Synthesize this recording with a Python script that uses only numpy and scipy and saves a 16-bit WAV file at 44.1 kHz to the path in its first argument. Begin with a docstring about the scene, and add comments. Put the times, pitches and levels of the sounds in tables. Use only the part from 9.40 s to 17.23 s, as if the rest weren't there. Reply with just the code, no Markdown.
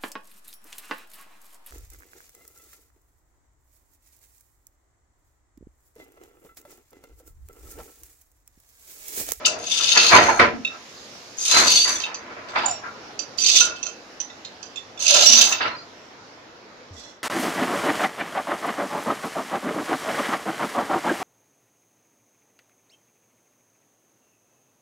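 """Chain hoist in a brick workshop

A hand chain is hauled over the wheel of a hoist, a few metres away. Links rattle in each pull and clink
in single blows, all ringing the same metal modes. Below them something heavier scrapes and knocks.
The wheel squeals twice and groans once on its axle, rubbed parts sing, and a soft bump comes near the
end. Hard walls ring on over a quiet hiss."""
import sys
import numpy as np
from scipy import signal
from scipy.fft import rfft, irfft, next_fast_len
from scipy.io import wavfile
from scipy.ndimage import uniform_filter1d

SR = 44100
rng = np.random.default_rng(int(sys.argv[2]) if len(sys.argv) > 2 else 0)


def output_pcm(signal):
    """Save a mono or channel-first signal as 16-bit PCM at the path in sys.argv[1].

    Samples are clipped to [-1, 1] before scaling.
    """
    pcm = np.clip(np.atleast_2d(signal).T, -1, 1) * 32767
    wavfile.write(sys.argv[1], SR, np.round(pcm).astype(np.int16))


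N = 345303

# The ringing modes of the links. Each row: pitch in Hz, bandwidth in Hz, level in dB.
LINK_MODES = [(2230, 400, -18.5), (2546, 43, -4), (2658.5, 89, -1), (2888, 110, -1.5), (3120, 53, -1.5),
              (3458, 42, -9), (3504, 40, -9), (3580, 72, -5.5), (3758, 32, -12.5), (4152, 19, -6),
              (4272, 53, -1.5), (4510, 140, -8.5), (4708, 130, 2), (4916, 26, -9), (5170, 48, -3.5),
              (5576, 76, -4), (5770, 44, -2), (6060, 104, -0.5), (6227, 100, -5), (6463, 81, 4),
              (7020, 160, -3.5), (7100, 42, 0), (7690, 180, -6.5), (8880, 80, -25.5), (9720, 110, -28),
              (10170, 58, -33.5), (10840, 180, -29), (11960, 60, -29), (12400, 120, -50.5),
              (15300, 120, -52.5)]
SIDES = np.array([[1], [-1]])  # every pan is left minus right, in dB
CLOCK = np.arange(0, N / SR + .002, .001)  # envelope time in seconds, a step each millisecond


def chain():
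    """Rattle and clinks ring the same links, with contact noise on top."""
    noise, rattle_at, rattle_pushes = rattle()
    clink_at, clink_pushes = clinks()
    pushes = np.concatenate([rattle_pushes, clink_pushes], axis=2)
    return noise + ring_modes(LINK_MODES, np.append(rattle_at, clink_at), pushes, rise_hz=170)


def rattle():
    """Links pile over the wheel: contact noise, and pushes on their low, high and sheen modes."""
    # The tone of link touching link. Each row: frequency in Hz, level in dB.
    contact_tone = [(880, -41), (1500, -25), (2320, -4), (2620, -7), (3290, 1), (3630, 8), (3890, 5.5),
                    (4610, -9), (5300, 0), (6270, 1.5), (8280, -7), (14900, -17.5), (16100, -83)]
    low_db, high_db, sheen_db, contact_db, pan_db, low_hz, high_hz, sheen_hz = hauling()
    at, size = contacts(rate=550, scatter_db=3.0)
    level = undb(low_db + SIDES * pan_db / 2)
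    grains = crackle(at, size, smear_s=.005)
    noise, pushes = 0, []
    edges_hz, noise_trims_db = (1500, 5300, 7800, 16200), (-10, -14, -9)
    for lo, hi, band_db, trim_db in zip(edges_hz, edges_hz[1:], (0, high_db, sheen_db), noise_trims_db):
        inside = [point for point in contact_tone if lo < point[0] < hi]
        band = [(lo, over_hz(contact_tone, lo)), *inside, (hi, over_hz(contact_tone, hi))]
        band_noise = colour(grains, [(lo * 0.25, -60), *band, (hi * 1.05, -60)])
        noise = noise + undb(trim_db + band_db + contact_db) * level * band_noise
        modes = [mode for mode in LINK_MODES if lo <= mode[0] < hi]
        favour = .45 + nearness(modes, low_hz[at], octaves=.09)
        favour += 1.3 * nearness(modes, high_hz[at], octaves=.06)
        favour += 0.57 * nearness(modes, sheen_hz[at], octaves=.05)
        # other links pass over the wheel, so modes come and go
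        favour *= undb(2.56 * drift(count=len(modes), rate=7)(at))
        pushes.append(undb(-4.5) * shaken(modes, at, size * (level * undb(band_db))[:, at], favour))
    return noise, at, np.concatenate(pushes)


def hauling():
    """Pulls and jolts shake the chain: they set the rattle's levels, pan and favoured pitches."""
    # Pulls on the chain. Each row: start, arrival at full rattle, rise, hold and fall in seconds;
    # low ring level, swell during the hold, high ring above low, sheen above high, contact noise
    # and pan in dB; favoured pitches in Hz of the low ring (first, last), high ring and sheen.
    pulls = [(0.185, 0.297, 0.16, 0.42, 0.33, -24, 10.5, -3, -16.5, -4, 5.5, 3400, 4170, 6290, 11000),
             (1.971, 2.1, .14, 0.32, 0.22, -16, -1.5, 3, -15, 0, 1.5, 3840, 4400, 6200, 11100),
             (3.976, 4.059, .13, 0.15, 0.089, -19.5, 5.5, 1.5, -20.5, 1.5, -4.5, 4460, 3140, 6120, 8860),
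             (5.592, 5.682, 0.14, 0.34, 0.15, -15.5, 4, 1.5, -19.5, 1, -5, 4000, 3900, 6190, 9840),
             (7.53, 7.59, 0.11, 0.063, .15, -48, -4.5, 5, -20, 5.5, -7, 4900, 4900, 5640, 9750)]
    # Brief jolts. Each row: time and fall in seconds; low ring level, high ring above low and
    # pan in dB; favoured low and high pitch in Hz.
    jolts = [(0.051, 0.023, -16.5, -30, 9.5, 2950, 6440), (0.06, 0.016, -22.5, 10.5, 26.5, 2800, 6290),
             (.49, 0.081, -11, -5, -5, 3640, 6450), (.584, 0.15, -9.5, -22, -7, 3940, 6330),
             (0.763, 0.1, -13.5, -33, -5, 2580, 6310), (0.996, 0.11, -19.5, -13, 0, 2720, 5830),
             (2.612, 0.076, -27.5, -2, -5, 3140, 6400), (2.652, .085, -28, -25, 0, 2840, 6160),
             (3.085, 0.17, -38.5, -8, -5, 3480, 5940), (3.158, 0.3, -23, -20, -1.5, 2720, 5980),
             (3.235, 0.034, -20, -21, -8, 2970, 7050), (3.256, 0.12, -42.5, 10.5, -2, 2840, 7100),
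             (3.986, 0.2, -24, 2.5, -6.5, 4700, 6150), (4.35, 0.14, -38, -9, -6, 3020, 6000),
             (6.124, 0.21, -21, -24, -4.5, 2630, 5820), (6.212, 0.12, -16.5, -28, -4.5, 2780, 5870)]
    jolt_rise_s, jolt_sheen_db, jolt_sheen_hz = 0.0069, -18.5, 8860
    short_pulls = [(s - jolt_rise_s, s, jolt_rise_s, .001, fall, db, 0, high, jolt_sheen_db, 0, pan,
                    hz, hz, top, jolt_sheen_hz) for s, fall, db, high, pan, hz, top in jolts]
    (start, full, rise, hold, fall, db, swell, high, sheen, contact, pan,
     first_hz, last_hz, high_hz, sheen_hz) = np.transpose(pulls + short_pulls)[:, :, None]
    down_db = under_peak(full, rise, hold, fall)
    progress = np.clip((CLOCK - full) / hold, 0, 1)
    still = (CLOCK < start) | (CLOCK > full) & (down_db > 24.5)  # the chain hangs still
    peak_db = db + swell * progress ** 0.31 - 100 * still  # a pull swells quickly at first
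    glide_hz = first_hz + (last_hz - first_hz) * progress
    low_db, contact_db, pan_db, low_hz = blend(peak_db - down_db, contact, pan, glide_hz)
    # the high ring rises and falls less steeply than the low
    high_db, sheen, high_hz, sheen_hz = blend(peak_db + high - 0.58 * down_db, sheen, high_hz, sheen_hz)
    above_low_db = high_db - low_db
    return low_db, above_low_db, above_low_db + sheen, contact_db, pan_db, low_hz, high_hz, sheen_hz


def clinks():
    """Link strikes link, favouring a low, a middle and a high ring, then rebounds twice, weaker."""
    # Single blows. Each row: time in seconds, level in dB, low ring weight in dB, middle ring pitch
    # in Hz and weight in dB, high ring pitch in Hz and weight in dB, pan in dB.
    blows = [(.0513, -10.5, -12, 2910, 14, 6050, -21, -18), (.0634, -3.5, -9, 4530, -11, 6060, -26, -4),
             (.1979, -27, -17, 4720, -16, 6520, -16, 6), (.2278, -24, -27, 4300, -11, 6480, 5, 4),
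             (.2686, -13.5, -9, 4300, -18.5, 6380, -3, 6), (.5733, 4, -16, 4530, -8, 6100, -15, 3),
             (1.2482, -7.5, 0.5, 3690, -4.5, 6120, -38, -3),
             (1.9842, -14.5, -34.5, 5000, -23, 6440, 2, 9.5), (2.0115, -11.5, -28, 4880, -4, 6430, 12, 6),
             (2.3704, -12, -40, 3500, -6, 6060, -16, -3), (2.5591, -14, -18, 3550, -13, 6220, -3, -4),
             (2.6006, -18, -19, 4630, -8, 6050, -7, -21.5), (2.6365, -11, 5, 3680, -1, 6200, -20, -1),
             (2.7432, -16, -16, 4710, -11, 6080, -7.5, -3), (3.258, -7, -28, 3750, -26, 6860, 12, -10.5),
             (3.3083, -13.5, -28, 5270, -3, 7000, 5, -2), (3.7908, -14, -29, 4680, -11.5, 5990, -8, -15.5),
             (3.9846, -11.5, -29, 4730, -1, 6100, -9, -21), (4.018, -10.5, -17, 4710, -16, 6000, 0, -13),
             (4.0361, -5, -17, 4720, -12, 6200, -4, -9), (4.061, -1, -21, 4680, -8, 6220, -12, -11),
             (4.0976, -7, -24, 4700, -14, 5960, -5, -14), (4.1637, -4.5, -21.5, 4660, -16, 5930, -18, -13),
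             (4.2041, -1, -11, 3780, -14, 5980, 0.5, -13.5), (4.428, -15, -22, 4350, -32, 6040, -8.5, -13),
             (4.4641, -17.5, -17.5, 4420, -38, 6320, -11.5, -16),
             (4.801, -15, -44, 3000, -23, 6060, -2, -19), (4.898, -34, -11, 3650, -3, 5780, -13, -9.5),
             (5.048, -24.5, -46, 3913, 2.5, 6660, -35, -9), (5.228, -25, -21, 4800, -14, 6060, -10, -17),
             (5.2544, -40, -20, 4900, -5, 5760, -19, -10), (5.3583, -28, -16, 3560, -19, 6960, -23, -21),
             (5.3705, -22.5, -5, 3530, -4, 5810, -20, -11), (5.575, -27, -6, 3500, -13, 5700, -13, -8.5),
             (5.601, -18, -13, 4300, -8, 6330, 5, -19), (5.6659, -6, -8, 4730, -3, 6260, -4, -20),
             (5.7402, -5.5, -19, 5050, -13, 6800, -15, -12.5), (6.123, -8.5, -5, 3890, -19, 6230, -13, -3)]
    s, level_db, low_db, mid_hz, mid_db, high_hz, high_db, pan_db = np.transpose(blows)
    low_hz = 2659  # every blow favours the same low ring, near 2.66 kHz
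    weight = 0.049 * undb(np.array(LINK_MODES)[:, 2:])
    for hz, db in ((low_hz, low_db), (mid_hz, mid_db), (high_hz, high_db)):
        weight = weight + undb(db) * nearness(LINK_MODES, hz, octaves=0.048)
    jitter = rng.random((len(s), 2)).T
    times = [s, s + .002 + .004 * jitter[0], s + .009 + 0.02 * jitter[1]]
    pushes = [struck(LINK_MODES, level_db + db, pan_db, weight) for db in (-1.5, -8, -11)]
    return (np.concatenate(times) * SR).astype(int), np.concatenate(pushes, axis=2)


def scrape():
    """A heavy part sticks and slips: gritty noise and a ringing body, which knocks also strike."""
    # The modes of the heavy part. Each row: pitch in Hz, bandwidth in Hz, level in dB.
    body = [(101.6, 21, -12.5), (243, 46, -17.5), (360, 58, -10.5), (462.7, 5.3, -3.5), (561, 80, -8.5),
            (619, 33.5, -1), (705.6, 46, -5), (815.6, 52, 4), (915, 40, -1), (1012, 26, 5), (1154, 25, 2),
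            (1287, 52, 1), (1360, 43, 10.5), (1420, 7.2, 0.5), (1596, 58, 5.5), (1728, 18, 1.5),
            (1982, 46, 0), (2337, 60, 2.5)]
    # The tone of the grit. Each row: frequency in Hz, level in dB.
    grit_tone = [(15, -58.5), (25, -36.5), (150, -23), (334, -11), (728, -7), (816, 0.5), (894, -2.5),
                 (1030, 0), (2290, -3.5), (3160, -17), (6000, -33), (7800, -55.5), (13200, -120)]
    # Dull knocks. Each row: time in seconds, level in dB, favoured pitch in Hz, pan in dB.
    knocks = [(0.062, -16, 1290, -3), (0.399, -18, 1280, 8), (0.562, -6, 1855, 2), (0.716, -6.5, 690, -8),
              (0.884, 0.5, 950, -8), (0.996, -1.5, 1970, 12), (2.142, -31.5, 1310, -9),
              (2.453, -13, 1970, -1), (3.158, -15, 890, -11), (3.237, -10, 890, 4),
              (3.437, -24.5, 1546, 13), (4.209, -15, 1430, 7), (4.463, -27, 1355, 2),
              (4.899, -32, 1940, -7), (5.74, -17, 627, 17), (6.12, -23, 1310, -5), (6.206, -11, 1600, 5)]
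    bottom_hz, pan_db = 750, -1
    body_db, bottom_db, favour_hz, grit_db = scrape_strokes()
    at, size = contacts(rate=500, scatter_db=3.0)
    level = undb(body_db - 5.5 + SIDES * pan_db / 2)
    grit = colour(crackle(at, size, smear_s=0.008), grit_tone, 830, 2250)
    bottom = signal.sosfilt(signal.butter(4, bottom_hz, fs=SR, output="sos"), grit)
    grit = undb(grit_db) * level * (grit - bottom + undb(bottom_db) / np.std(bottom) * bottom)
    split = sum(mode[0] < bottom_hz for mode in body)
    favour = 0.42 + nearness(body, favour_hz[at], octaves=0.28)
    low = shaken(body[:split], at, size * (level * undb(bottom_db))[:, at], favour[:split])
    high = shaken(body[split:], at, size * level[:, at], favour[split:])
    knock_s, knock_db, knock_hz, knock_pan_db = np.transpose(knocks)
    weight = 0.091 * undb(np.array(body)[:, 2:]) + nearness(body, knock_hz, octaves=0.1)
    blows = struck(body, knock_db - 4.5, knock_pan_db, weight)
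    pushes = np.concatenate([np.concatenate([low, high]), blows], axis=2)
    ringing = ring_modes(body, np.append(at, (knock_s * SR).astype(int)), pushes, rise_hz=122)
    return narrow_bass(grit + ringing)


def scrape_strokes():
    """Level and colour of the scrape: after its peak each stroke settles to a dull, bottomy ring."""
    # Each row: peak time, rise, hold and fall in seconds, body level in dB, bottom above body in dB,
    # favoured pitch in Hz, grit above the ring in dB.
    strokes = [(0.1, 0.5, .01, 0.28, -31.5, 4, 595, -1), (.4, 0.13, .15, .05, -33, -7.5, 1550, -2),
               (0.573, 0.047, .01, 0.22, -18.5, -8, 1490, 4), (0.724, 0.047, 0.012, 0.32, -6, -5, 980, 2.5),
               (0.89, 0.046, .01, 0.22, -18, 3.5, 930, 9), (0.94, 0.13, 0.0088, 0.19, -15, -13, 820, -21.5),
               (0.996, 0.016, 0.0071, 0.13, -8.5, -3, 1400, 5),
               (1.347, 0.35, 0.0084, 0.06, -36.5, -7, 1410, -5),
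               (2.155, 0.11, 0.036, 0.28, -18.5, -6.5, 1560, 4.5),
               (2.479, 0.057, .01, 0.29, -28.5, -6, 1850, 7),
               (2.685, 0.24, 0.017, 0.36, -39.5, -21, 950, 6), (2.844, 0.13, .24, 0.12, -40, -0.5, 990, 3),
               (3.16, 0.017, 0.01, 0.15, -21, -10.5, 1500, 7), (3.123, .06, .01, .04, -28.5, -10, 1100, -5),
               (3.247, 0.12, .01, 0.19, -23, -5.5, 890, -7.5),
               (3.436, 0.024, .02, 0.13, -25.5, -26, 1500, -9),
               (4.144, 0.14, .01, 0.21, -37, 2, 1220, -10.5),
               (4.212, 0.084, 0.067, 0.13, -28.5, -5, 1430, -7),
               (4.476, 0.11, 0.0088, 0.1, -41, 0.5, 1100, -5),
               (5.771, 0.22, 0.013, 0.31, -21, -1.5, 603, -7),
               (5.973, 0.34, .01, 0.48, -28, -3.5, 650, 1.5), (6.128, .15, .01, 0.2, -30, -14.5, 1370, 0.5),
               (6.208, .012, 0.035, 0.16, -18.5, -9.5, 1480, 1.5)]
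    settle_hz, settle_s, settle_bottom_db = 690, 0.11, 6
    s, rise, hold, fall, db, bottom_db, hz, grit_db = np.transpose(strokes)[:, :, None]
    fresh = np.exp(-np.maximum(CLOCK - s - hold, 0) / settle_s)
    return blend(db - under_peak(s, rise, hold, fall), bottom_db + settle_bottom_db * (1 - fresh),
                 settle_hz + (hz - settle_hz) * fresh, grit_db)


def wheel_squeals():
    """The wheel rubs on its axle: gliding friction tones that flutter in strength and pitch."""
    # A squeal, a low groan and a second squeal. Each point: time in seconds, pitch in Hz, level in dB.
    glides = [
        [(2.08, 3992, -32), (2.128, 4090, -20.5), (2.2, 4080, -20), (2.262, 4350, -32), (2.275, 4514, -19),
         (2.302, 4536, -12.5), (2.324, 4453, -25), (2.372, 4506, -13.5), (2.486, 4675, -25.5),
         (2.52, 4490, -49)],
        [(3.235, 900, -36), (3.26, 852.6, -29.5), (3.31, 718, -31), (3.36, 630, -43)],
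        [(5.855, 5830, -28), (5.869, 5620, -10.5), (5.973, 5840, -15), (5.995, 6110, -13), (6.055, 6050, -32)],
    ]
    pan_db = -6.5
    gate, (hz, db) = over_time(glides)
    flutter = drift(count=2, rate=90)(np.arange(N))
    phase = 2 * np.pi * np.cumsum(hz) / SR + 0.86 * flutter[::-1]
    return gate * undb(db + 2.2 * flutter + SIDES * pan_db / 2) * np.sin(phase)


def singing_parts():
    """Rubbing keeps single parts singing, each on one wavering note."""
    # Each row: start and end in seconds, pitch in Hz, opening level in dB, pan in dB.
    notes = [(1.128, 1.215, 251.6, -36.5, -3), (3.29, 3.407, 5560, -42.5, -13),
             (4.21, 4.384, 1443, -37.5, 9), (4.302, 4.6, 2640, -43, -10), (5.697, 5.812, 559, -27.5, -4.5),
             (5.893, 6.02, 235.5, -31, 0.5), (5.969, 6.194, 15400, -36, 2),
             (6.276, 6.417, 4200, -42.5, -11), (6.363, 6.446, 4790, -44, 3),
             (7.555, 7.698, 1964, -53.5, -15), (7.567, 7.71, 3400, -47.5, -14),
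             (7.597, 7.716, 4180, -52.5, -11)]
    t = np.arange(N) / SR
    out = np.zeros((2, N))
    for start, end, hz, db, pan_db in notes:
        gate = np.clip(np.minimum(t - start, end - t) / 0.0067, 0, 1)
        fade = undb(-50 * np.clip(t - start, 0, 1))  # the rubbing eases
        wander = drift(count=2, rate=65)(np.arange(N))
        level = undb(db + 2.8 * wander[0] + SIDES * pan_db / 2)
        out += gate * fade * level * np.sin(2 * np.pi * hz * t + 1.43 * wander)
    return out


def thump():
    """A low, soft bump close by that sags in pitch."""
    # In order: start in seconds, level in dB, opening pitch in Hz, seconds to fall 60 dB.
    bump = (7.508, -34, 100, .26)
    start, db, hz, t60 = bump
    t = np.maximum(np.arange(N) / SR - start, 0)
    envelope = undb(db - 60 * t / t60) * (1 - np.exp(-t / 0.0041))
    return envelope * np.sin(2 * np.pi * hz * t * (1 - 1.9 * t))


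def hiss():
    # The tone of the hiss. Each row: frequency in Hz, level in dB.
    tone = [(15, -28.5), (58, -16), (100, -7.5), (165, -8.5), (270, -1), (380, -4), (470, -1), (650, -4),
            (1400, -6), (3000, -13), (5500, -13.5), (7000, -20), (8000, -35.5), (12000, -39.5),
            (15600, -48), (16200, -84.5)]
    # Its lean to one side. Each row: frequency in Hz, pan in dB.
    lean = [(60, 3), (200, 0.5), (700, 0.5), (2400, -1.5), (6000, -5), (15000, 9)]
    # Its level ride. Each row: time in seconds, level in dB, the coder's treble lift in dB.
    ride = [(0, -40, 1), (1.2, -45, 3), (1.5, -43.5, 10.5), (1.95, -44, 11), (2.7, -44.5, 1),
            (3.0, -43.5, 0.5), (3.7, -40, -1.5), (4.6, -43, 0.5), (5.5, -43.5, 0), (6.5, -43.5, 0),
            (7.0, -43.5, -3), (7.7, -45, -4), (7.83, -51.5, -2)]
    _, (db, treble_db) = over_time([ride])
    noise = colour(narrow_bass(rng.standard_normal((2, N))), tone, 150, 7500)
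    hz, t, spectra = signal.stft(noise, SR, nperseg=1024)
    quarter_octave = (4 * np.log2(1 + hz / 10)).astype(int)
    waver_db = 1.6 * drift(count=48, rate=12)(t * SR)[quarter_octave]
    shelf = over_hz([(1493, 0), (9000, 1)], hz)[:, None]
    lift_db = shelf * np.interp(t * SR, np.arange(N), treble_db)
    side_db = (SIDES * over_hz(lean, hz) / 2)[..., None]
    spectra *= undb(waver_db + lift_db + side_db)
    return undb(db - 2.0) * signal.istft(spectra, SR, nperseg=1024)[1][:, :N]


def brick_room(x):
    """Brick walls return a dense tail on each side, longest in the bass."""
    # Each row: frequency in Hz, seconds to fall 60 dB.
    decay_times = [(100, 0.59), (1000, 0.14), (5000, 0.28), (12000, 0.085)]
    noise = narrow_bass(rng.standard_normal((2, N)))[:, :SR]
    hz, t, spectra = signal.stft(noise, SR, nperseg=256)
    decay = undb(-60 * t / over_hz(decay_times, hz)[:, None])
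    tail = signal.istft(spectra * decay, SR, nperseg=256)[1]
    tail *= np.clip(np.arange(tail.shape[1]) / (0.0049 * SR), 0, 1)  # echoes build up
    tail /= np.sqrt(np.sum(tail ** 2, axis=1, keepdims=True))
    return signal.fftconvolve(x, tail, axes=1)[:, :N]


def narrow_bass(x):
    """Two close microphones hear the bass alike and the treble apart."""
    # Each row: frequency in Hz, correlation of left and right.
    likeness = [(60, 0.87), (130, 0.84), (290, 0.94), (640, 0.56), (1400, 0.024), (16000, 0.13)]
    size = next_fast_len(N)
    correlation = np.clip(over_hz(likeness, np.fft.rfftfreq(size, 1 / SR)), 0, .99)
    mid, side = np.sqrt(1 + correlation), np.sqrt(1 - correlation)
    spectra = rfft(x, size)
    return irfft(((mid + side) * spectra + (mid - side) * spectra[::-1]) / 2, size)[:, :N]


def contacts(rate, scatter_db):
    """Random moments and sizes of about rate small impacts a second, many weak and few strong."""
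    at = np.unique(rng.integers(0, N, int(rate * N / SR)))
    size = undb(scatter_db * np.minimum(rng.exponential(size=len(at)), 4))
    return at, size / np.sqrt(np.sum(size ** 2) / N)


def crackle(at, size, smear_s):
    """Each impact is a short burst of noise."""
    power = np.zeros(N)
    power[at] = size ** 2
    pole = np.exp(-1 / (smear_s * SR))
    return np.sqrt(signal.lfilter([1 - pole], [1, -pole], power)) * rng.standard_normal((2, N))


def shaken(modes, at, drive, favour):
    """Pushes (modes, sides, impacts) of a shower of impacts, each reaching every mode differently."""
    hz, width, db = np.transpose(modes)[:, :, None]
    power = undb(db) ** 2 * width * favour ** 2
    share = power / power.sum(axis=0) * 4 * np.pi * width / SR
    return np.sqrt(share)[:, None] * drive * rng.standard_normal((len(modes), 2, len(at)))


def struck(modes, level_db, pan_db, weight):
    """Pushes (modes, sides, blows) of single blows, shared among the modes by weight and chance."""
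    chance = rng.standard_normal((len(level_db), 2, len(modes))).T
    weight = weight * np.sign(chance[:, 0]) * undb(2.0 * chance[:, 1])
    weight = weight / np.sqrt(np.sum(weight ** 2, axis=0))
    return weight[:, None] * undb(level_db + SIDES * pan_db / 2)


def ring_modes(modes, at, pushes, rise_hz):
    """Each push makes a mode swell in about 1 / (pi rise_hz) seconds, then ring away."""
    out = np.zeros((2, N))
    for (hz, width, _), (left, right) in zip(modes, pushes):
        late = at + int(round(SR / hz / 4))  # the right side hears it a quarter cycle later
        push = np.array([np.bincount(at, left, N), np.bincount(late, right, N)[:N]])
        poles = np.exp((2j * np.pi * hz - np.pi * np.array([width, rise_hz])) / SR)
        gains = poles.imag * [1, 2 * (1 - abs(poles[1]))]
        sections = [[g, 0, 0, 1, -2 * p.real, abs(p) ** 2] for g, p in zip(gains, poles)]
        out += signal.sosfilt(sections, push)
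    return out


def nearness(modes, favour_hz, octaves):
    """Modes close to a favoured pitch ring most."""
    return np.exp(-(np.log2(np.array(modes)[:, :1] / favour_hz) / octaves) ** 2)


def drift(count, rate):
    """Wandering curves, one a row, that head for a new random value rate times a second."""
    knots = rng.standard_normal((count, int(rate * N / SR) + 2))
    return lambda at: np.array([1.2 * np.interp(at / SR * rate, np.arange(len(k)), k) for k in knots])


def under_peak(s, rise, hold, fall):
    """Decibels under each event's peak at s: 30 dB up over rise, flat for hold, 30 dB down over fall."""
    return 30 * (np.maximum(s - CLOCK, 0) / rise + np.maximum(CLOCK - s - hold, 0) / fall)


def blend(db, *settings):
    """Summed level of overlapping events and their power-weighted settings, sample by sample."""
    power = undb(db) ** 2 + 1e-16
    total = power.sum(axis=0)
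    curves = [10 * np.log10(total)] + [(power * setting).sum(axis=0) / total for setting in settings]
    return [np.interp(np.arange(N) / SR, CLOCK, curve) for curve in curves]


def colour(x, tone, lo_hz=0, hi_hz=SR):
    """Equalise by a (Hz, dB) curve, scaled so the band from lo_hz to hi_hz passes as much power as a flat gain
    of 1 over the whole spectrum."""
    size = next_fast_len(x.shape[-1])
    hz = np.fft.rfftfreq(size, 1 / SR)
    gain = undb(over_hz(tone, hz))
    gain /= np.sqrt(np.sum(gain[(hz >= lo_hz) & (hz < hi_hz)] ** 2) / len(hz))
    return irfft(rfft(x, size) * gain, size)[..., :x.shape[-1]]


def over_time(curves):
    """A soft gate, open during each curve, and the curves' columns sample by sample."""
    t = np.arange(N) / SR
    rows = np.concatenate(curves)
    gate = sum((t >= curve[0][0]) & (t < curve[-1][0]) for curve in curves)
    return uniform_filter1d(1. 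* gate, size=200), [np.interp(t, rows[:, 0], c) for c in rows.T[1:]]


def over_hz(curve, hz):
    """Read a (Hz, value) curve along a log frequency axis."""
    points_hz, values = np.transpose(curve)
    return np.interp(np.log(np.maximum(hz, 1)), np.log(points_hz), values)


def undb(db):
    """Decibels to amplitude."""
    return 10 ** (np.asarray(db) / 20)


def scene():
    """The hoist and its echo off the walls, with the hiss and the bump added dry."""
    hoist = chain() + scrape() + wheel_squeals() + singing_parts()
    return hoist + undb(-7.5) * brick_room(hoist) + hiss() + thump()


def record(dry):
    """The loudest peaks are clipped and the very top is cut."""
    top_cut = signal.ellip(8, .2, 70, 16274, fs=SR, output="sos")
    return signal.sosfilt(top_cut, np.clip(dry, -1, 1))


dry = scene()
out = record(dry)
output_pcm(out)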